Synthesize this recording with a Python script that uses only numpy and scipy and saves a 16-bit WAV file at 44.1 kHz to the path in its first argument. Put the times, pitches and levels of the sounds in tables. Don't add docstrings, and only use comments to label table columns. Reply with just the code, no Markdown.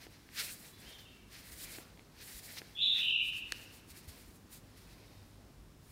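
import sys
import numpy as np
from scipy import signal
from scipy.fft import rfft, irfft
from scipy.io import wavfile
from scipy.ndimage import map_coordinates

SR = 44100
rng = np.random.default_rng(int(sys.argv[2]) if len(sys.argv) > 2 else 0)


def makeup_ratio(level_db):
    decades = np.asarray(level_db, float) / 20
    return 10 ** decades


def to_wav(sig):
    pcm = np.clip(np.atleast_2d(sig), -1, 1) * 32767
    pcm = np.round(pcm).astype(np.int16)
    wavfile.write(sys.argv[1], SR, pcm.T)


N = 260631

# (frequency [Hz], density [dB per Hz])
ROOM_SPECTRUM = [(15, -35), (28, -15), (45, -3), (80, -2), (160, -1), (250, -2.5), (340, -5.5),
                 (480, -12.5), (700, -16), (1200, -16.5), (2200, -22.5), (4500, -24.5), (8000, -27.5),
                 (16000, -32)]
ROOM_DB = -60.5
# (time [s], level [dB])
ROOM_DRIFT = [(0.0, -68.5), (0.28, -71), (0.57, -64.5), (1.36, -68), (1.71, -61), (1.89, -67), (3.26, -67),
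              (3.56, -62.5), (4.79, -66), (5.27, -68.5), (5.53, -66.5), (5.91, -70)]
# (frequency [Hz], width [Hz], level [dB])
HUM_LINES = [
    (51.6, 10.4, -67.5),
    (100.2, 5.1, -68),
    (150, 7.2, -75.5),
    (5300, 120, -89.5),
]
# (time [s], level [dB])
HUM_SWELL = [(0, -1.5), (2, 0), (4.5, -0.5), (4.9, 3), (5.91, 4.5)]

# (frequency [Hz], density [dB per Hz])
DRAG_SPECTRUM = [(200, -120), (300, -6), (450, 3.5), (750, 0), (1100, -5), (1500, -120)]
# (peak time [s], level [dB], rise over 10 dB [s], fall over 10 dB [s])
DRAGS = [(-0.01, -66.7, 0.1, 0.202), (0.449, -62.7, 0.115, 0.092), (0.621, -67.5, 0.029, 0.126),
         (0.854, -65.2, 0.059, 0.212), (1.333, -68.6, 0.031, 0.2), (1.805, -64.0, 0.293, 0.052),
         (1.931, -70.2, 0.117, 0.197), (2.25, -68.7, 0.113, 0.258), (2.56, -66.9, 0.176, 0.199),
         (3.021, -70.9, 0.106, 0.15), (3.562, -69.1, 0.193, 0.314), (4.156, -67.4, 0.124, 0.085),
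         (4.655, -71.5, 0.3, 0.044), (4.998, -68.2, 0.239, 0.319), (5.362, -70.9, 0.05, 0.315)]

# (frequency [Hz], density [dB per Hz])
HISS_SPECTRUM = [(4500, -120), (5500, -16), (6800, 1), (9000, 3), (12500, 1), (15000, 1), (16000, -8)]
# (frequency [Hz], density [dB per Hz])
RUB_SPECTRUM = [(2500, -120), (3000, -5.5), (4200, 0), (5300, -2), (6300, -6.5), (7500, -18), (9000, -120)]
# (frequency [Hz], density [dB per Hz])
RUSTLE_SPECTRUM = [(500, -120), (800, -21), (1200, -10), (1600, -2), (2200, 0), (2800, -2.5), (3400, -11.5),
                   (4200, -120)]
# (peak time [s], level [dB], rise over 10 dB [s], fall over 10 dB [s])
PULLS = [(0.034, -61.9, 0.035, 0.036), (0.152, -70.7, 0.089, 0.107), (0.4, -45.7, 0.042, 0.03),
         (0.5, -58.8, 0.16, 0.013), (0.663, -68.2, 0.112, 0.008), (0.904, -63.0, 0.15, 0.069),
         (0.993, -67.2, 0.024, 0.073), (1.092, -74.4, 0.05, 0.214), (1.353, -62.2, 0.042, 0.073),
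         (1.456, -67.4, 0.037, 0.123), (1.663, -63.1, 0.016, 0.192), (1.764, -60.3, 0.022, 0.007),
         (1.933, -78.2, 0.355, 0.405), (2.219, -63.6, 0.059, 0.033), (2.289, -66.5, 0.033, 0.104),
         (2.496, -59.8, 0.026, 0.048), (2.585, -53.7, 0.02, 0.013), (2.654, -69.8, 0.151, 0.199),
         (2.856, -73.2, 0.055, 0.183), (2.998, -56.9, 0.052, 0.032), (3.067, -67.2, 0.19, 0.076),
         (3.334, -65.3, 0.015, 0.071), (3.569, -66.0, 0.095, 0.048), (3.663, -69.8, 0.353, 0.2),
         (3.973, -68.8, 0.051, 0.097), (4.144, -70.3, 0.121, 0.148), (4.304, -76.1, 0.011, 0.014),
         (4.777, -70.1, 0.025, 0.02), (4.949, -73.3, 0.381, 0.45), (5.317, -84.2, 0.378, 0.109)]
# (peak time [s], level [dB], rise over 10 dB [s], fall over 10 dB [s])
SWISHES = [(0.396, -46.5, 0.009, 0.114), (0.516, -54.2, 0.063, 0.074), (0.63, -62.6, 0.069, 0.007),
           (0.673, -59.8, 0.077, 0.059), (0.8, -65.2, 0.038, 0.031), (0.915, -71.6, 0.072, 0.064),
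           (1.007, -67.7, 0.009, 0.039), (1.462, -63.2, 0.127, 0.147), (1.523, -52.2, 0.009, 0.026),
           (1.644, -49.7, 0.072, 0.013), (1.711, -53.5, 0.059, 0.086), (2.213, -60.9, 0.008, 0.106),
           (2.28, -60.5, 0.019, 0.095), (2.389, -53.2, 0.099, 0.018), (2.453, -54.7, 0.037, 0.039),
           (2.549, -55.6, 0.081, 0.054), (3.05, -62.2, 0.024, 0.075), (3.281, -58.1, 0.056, 0.03),
           (3.378, -57.8, 0.025, 0.029), (3.503, -66.3, 0.024, 0.047), (3.626, -62.8, 0.075, 0.033),
           (3.741, -63.1, 0.034, 0.052), (3.908, -56.8, 0.02, 0.018), (3.972, -60.0, 0.032, 0.034),
           (4.087, -54.5, 0.011, 0.018), (4.207, -67.4, 0.267, 0.157), (4.364, -68.5, 0.03, 0.013),
           (4.537, -57.6, 0.032, 0.048), (4.776, -66.9, 0.007, 0.162), (5.928, -67.9, 0.099, 0.01)]
STROKE_ROUND = 1.67

# (time [s], peak level [dB], knock above it [dB], tick frequency [Hz])
TAPS = [(.0678, -44.5, -4, 1900), (0.2899, -45, -22, 1950), (1.7852, -36.5, -9.5, 1700),
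        (1.975, -50, -25, 2200), (1.9943, -45, -20, 2300), (2.073, -68, -8, 1200), (2.571, -40, -18, 2360),
        (2.6178, -37, -10.5, 1750), (5.41, -60, -1, 1390)]
# (start [s], end [s], open [Hz], closed [Hz], level over the pull [dB])
CLOSINGS = [(.42, .55, 2300, 2800, 2.5), (1.42, 1.59, 2000, 1960, 5), (1.6, 1.79, 1950, 2580, 5.5),
            (1.79, 1.93, 1150, 1400, 4), (2.19, 2.62, 1750, 2250, 2.5), (2.93, 3.04, 1900, 2400, 3),
            (3.53, 3.75, 1800, 1500, 1.5), (4.82, 5.06, 1500, 2500, -.5)]
# (time [s], peak level [dB], frequency [Hz])
PUFFS = [(0.491, -61, 35), (.86, -52, 60), (1.519, -47.5, 65), (1.64, -52, 45.4), (2.346, -47, 49.6),
         (3.511, -57, 45), (3.905, -48.5, 64.4), (4.077, -42, 80), (4.28, -49, 60.5)]

# (time [s], length [s], start pitch [Hz], end pitch [Hz], level [dB])
WHISTLES = [(.725, 0.034, 3330, 3510, -61), (.77, .07, 3460, 3460, -64), (0.728, 0.024, 3900, 4020, -62),
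            (0.845, .02, 2850, 2940, -59), (.855, 0.052, 3030, 3240, -54), (.89, 0.05, 3550, 3770, -61),
            (0.923, .05, 3720, 3600, -59), (.915, 0.054, 3520, 3430, -58), (0.911, .03, 2890, 2950, -60),
            (.94, 0.043, 3300, 3054, -55.5), (.985, 0.052, 3280, 2950, -63), (1.045, 0.04, 2920, 2590, -58),
            (1.045, .025, 2920, 2890, -58), (1.1, .03, 3200, 3170, -65), (1.096, 0.03, 2570, 2780, -62),
            (1.12, 0.06, 2770, 2720, -63), (1.124, 0.085, 2230, 2320, -70), (4.86, .04, 2650, 2500, -68),
            (5.06, 0.11, 3740, 3700, -68)]
# (time [s], pitch [Hz], level [dB], trill swing [Hz])
HIGH_NOTE = [(2.74, 3370, -100, 50), (2.752, 3380, -46, 60), (2.77, 3430, -38, 80), (2.79, 3507, -32, 121),
             (2.822, 3650, -24, 230), (2.86, 3657, -27, 255), (2.90, 3600, -31.5, 218),
             (2.94, 3680, -37.5, 180), (2.96, 3680, -100, 180)]
# (time [s], pitch [Hz], level [dB], trill swing [Hz])
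UNDER_NOTE = [(2.75, 2750, -100, 150), (2.77, 2750, -46, 230), (2.80, 2800, -39.5, 290),
              (2.85, 2830, -40.5, 340), (2.89, 2980, -43, 330), (2.92, 3050, -100, 250)]
# (time [s], pitch [Hz], level [dB], trill swing [Hz])
LOW_NOTE = [(2.93, 2680, -100, 150), (2.955, 2670, -38, 150), (2.99, 2720, -35.5, 190),
            (3.03, 2850, -29, 200), (3.08, 2860, -28.5, 180), (3.14, 2840, -28.5, 171),
            (3.18, 2780, -29, 170), (3.21, 2723, -32.5, 170), (3.235, 2700, -100, 139.5)]
YARD_T60 = [
    0.97,
    0.96,
    0.78,
]

# (time [s], frequency [Hz], level [dB], decay by 60 dB [s])
SNAP = [(3.5213, 5200, -22, .003), (3.5216, 8710, -23, .002), (3.5213, 13500, -32, .002),
        (3.5214, 1750, -34, .006), (3.5219, 4300, -20.5, .005), (3.5223, 6400, -23.5, .003),
        (3.5227, 12500, -36, .002), (3.5220, 2700, -25.5, .007), (3.5222, 1750, -21.5, 0.0083),
        (3.5224, 480, -38, .014)]


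def unit(x):
    return x / np.sqrt(np.mean(x ** 2) + 1e-20)


def curves(rows):
    s, *cols = np.transpose(rows)
    return [np.interp(np.arange(N) / SR, s, c) for c in cols]


def wobble(rate):
    knots = rng.standard_normal(N // 20)
    return map_coordinates(knots, [np.arange(N) * rate / SR])


def coloured(x, points):
    f, db = np.transpose(points)
    hz = np.fft.rfftfreq(N, 1 / SR)
    gain = makeup_ratio(np.interp(np.log(hz + 1), np.log(f), db, -120, -120))
    return unit(irfft(rfft(x) * gain, N))


def add(track, s, sound):
    part = track[round(s * SR):][:len(sound)]
    part += sound[:len(part)]


def ring(hz, t60, t):
    build_up = 1 - np.exp(-1.6 * hz * t)
    return makeup_ratio(-60 * t / t60) * build_up * np.sin(2 * np.pi * hz * t)


def grit(rough_db, clump_db):
    return rng.standard_normal(N) * makeup_ratio(rough_db * wobble(1500) + clump_db * wobble(40))


def swells(rows):
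    t = np.arange(N // 32 + 2) * 32 / SR
    power = np.full(len(t), 1e-12)
    for s, db, rise_s, fall_s in rows:
        distance = np.abs((t - s) / np.where(t < s, rise_s, fall_s))
        power += makeup_ratio(db - 10 * distance ** STROKE_ROUND) ** 2
    return np.interp(np.arange(N) / SR, t, power)


def room_tone():
    drift_db, = curves(ROOM_DRIFT)
    level_db = ROOM_DB + 0.32 * (drift_db - drift_db.mean())
    air = makeup_ratio(level_db) * coloured(rng.standard_normal(N), ROOM_SPECTRUM)
    hz = np.fft.rfftfreq(N, 1 / SR)
    hum = np.zeros(N)
    for centre_hz, width_hz, db in HUM_LINES:
        resonance = 1 / (1 + ((hz - centre_hz) / width_hz) ** 2)
        hum += makeup_ratio(db) * unit(irfft(rfft(rng.standard_normal(N)) * resonance, N))
    swell_db, = curves(HUM_SWELL)
    return air + makeup_ratio(swell_db) * hum


def drag():
    return np.sqrt(swells(DRAGS)) * coloured(grit(rough_db=2.0, clump_db=0.2), DRAG_SPECTRUM)


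def strokes():
    pull, swish = swells(PULLS), swells(SWISHES)

    def layer(pull_db, swish_db, clump_db, spectrum):
        envelope = np.sqrt(pull * makeup_ratio(pull_db) ** 2 + swish * makeup_ratio(swish_db) ** 2)
        return envelope * coloured(grit(1.5, clump_db), spectrum)

    flutter = makeup_ratio(0.74 * wobble(25.05))
    hiss = layer(pull_db=0.9, swish_db=1.5, clump_db=1.5, spectrum=HISS_SPECTRUM)
    rub = layer(pull_db=4.6, swish_db=-2.7, clump_db=1.1, spectrum=RUB_SPECTRUM)
    rustle = layer(pull_db=3.3, swish_db=-6.7, clump_db=0.75, spectrum=RUSTLE_SPECTRUM)
    return flutter * (hiss + rub + rustle)


def taps():
    out, t = np.zeros(N), np.arange(SR // 20) / SR
    for s, db, knock_db, hz in TAPS:
        tick = ring(hz, 0.0032, t)
        tick += 0.59 * ring(0.46 * hz, 0.0043, t)
        tick += 0.54 * ring(1.36 * hz, 0.0027, t)
        knock = ring(353, 0.015, t)
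        add(out, s, -makeup_ratio(db + 9.5) * tick)
        add(out, s - 0.0006, -makeup_ratio(db + knock_db + 13.5) * knock)
    return out


def cupped_hand():
    out = np.zeros(N)
    noise = np.sqrt(2 * swells(PULLS)) * wobble(550)
    for start, end, open_hz, closed_hz, db in CLOSINGS:
        n = round((end - start) * SR)
        hollow = np.sin(np.cumsum(np.linspace(open_hz, closed_hz, n)) * 2 * np.pi / SR)
        rubbing = noise[round(start * SR):][:n]
        add(out, start, makeup_ratio(db) * np.hanning(n) ** 0.2 * hollow * rubbing)
    return out


def puffs():
    out, t = np.zeros(N), np.arange(SR // 10) / SR
    for s, db, hz in PUFFS:
        u = t * hz * 1.74
        swell = u * np.exp(-u)
        add(out, s, -makeup_ratio(db + 7.5) * swell * np.sin(2 * np.pi * hz * t))
    return out


def whistles():
    out = np.zeros(N)
    for s, length, start_hz, end_hz, db in WHISTLES:
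        n = round(length * SR)
        hz = end_hz + (start_hz - end_hz) * np.linspace(1, 0, n) ** 1.6
        tone = np.sin(np.cumsum(hz) * 2 * np.pi / SR)
        add(out, s, makeup_ratio(db) * np.hanning(n) ** 0.4 * tone)
    return out


def trill(note, rate_hz, pulse, waver):
    hz, db, swing_hz = curves(note)
    shake = np.cumsum(rate_hz * (1 + 0.22 * wobble(60))) * 2 * np.pi / SR
    pitch_hz = hz + swing_hz * (np.sin(shake) + waver * wobble(120))
    phase = np.cumsum(pitch_hz) * 2 * np.pi / SR
    voice = np.sin(phase) + makeup_ratio(-40.5) * np.sin(2 * phase)
    return makeup_ratio(db) * (1 + pulse * np.cos(shake)) * voice


def yard(x, t60, direct_db):
    t = np.arange(SR * 3 // 2) / SR
    build_up = 1 - np.exp(-t / 0.0067)
    tail = rng.standard_normal(len(t)) * makeup_ratio(-60 * t / t60) * build_up
    echo = signal.fftconvolve(x, tail / np.linalg.norm(tail))[:N]
    return echo + makeup_ratio(direct_db) * x


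def birds():
    high = trill(HIGH_NOTE, 110, pulse=0.48, waver=0.2)
    high += trill(UNDER_NOTE, 110, pulse=0.35, waver=0.32)
    low = trill(LOW_NOTE, 80, pulse=0.3, waver=0.4)
    high_t60, low_t60, far_t60 = YARD_T60
    return yard(high, high_t60, -5.5) + yard(low, low_t60, -6) + yard(whistles(), far_t60, -2)


def snap():
    out, t = np.zeros(N), np.arange(SR // 40) / SR
    for s, hz, db, t60 in SNAP:
        add(out, s, makeup_ratio(db) * ring(hz, t60, t))
    return out


def scene():
    hands = drag() + strokes() + taps() + cupped_hand() + puffs() + snap()
    return (room_tone() + hands + birds())[None]


def low_pass(x):
    return signal.sosfilt(signal.butter(12, 16660, fs=SR, output="sos"), x)


def record(dry):
    passed = np.fft.rfftfreq(N, 1 / SR) < 15790
    kept = irfft(rfft(dry) * passed, N)
    return low_pass(kept)


dry = scene()
out = record(dry)
to_wav(out)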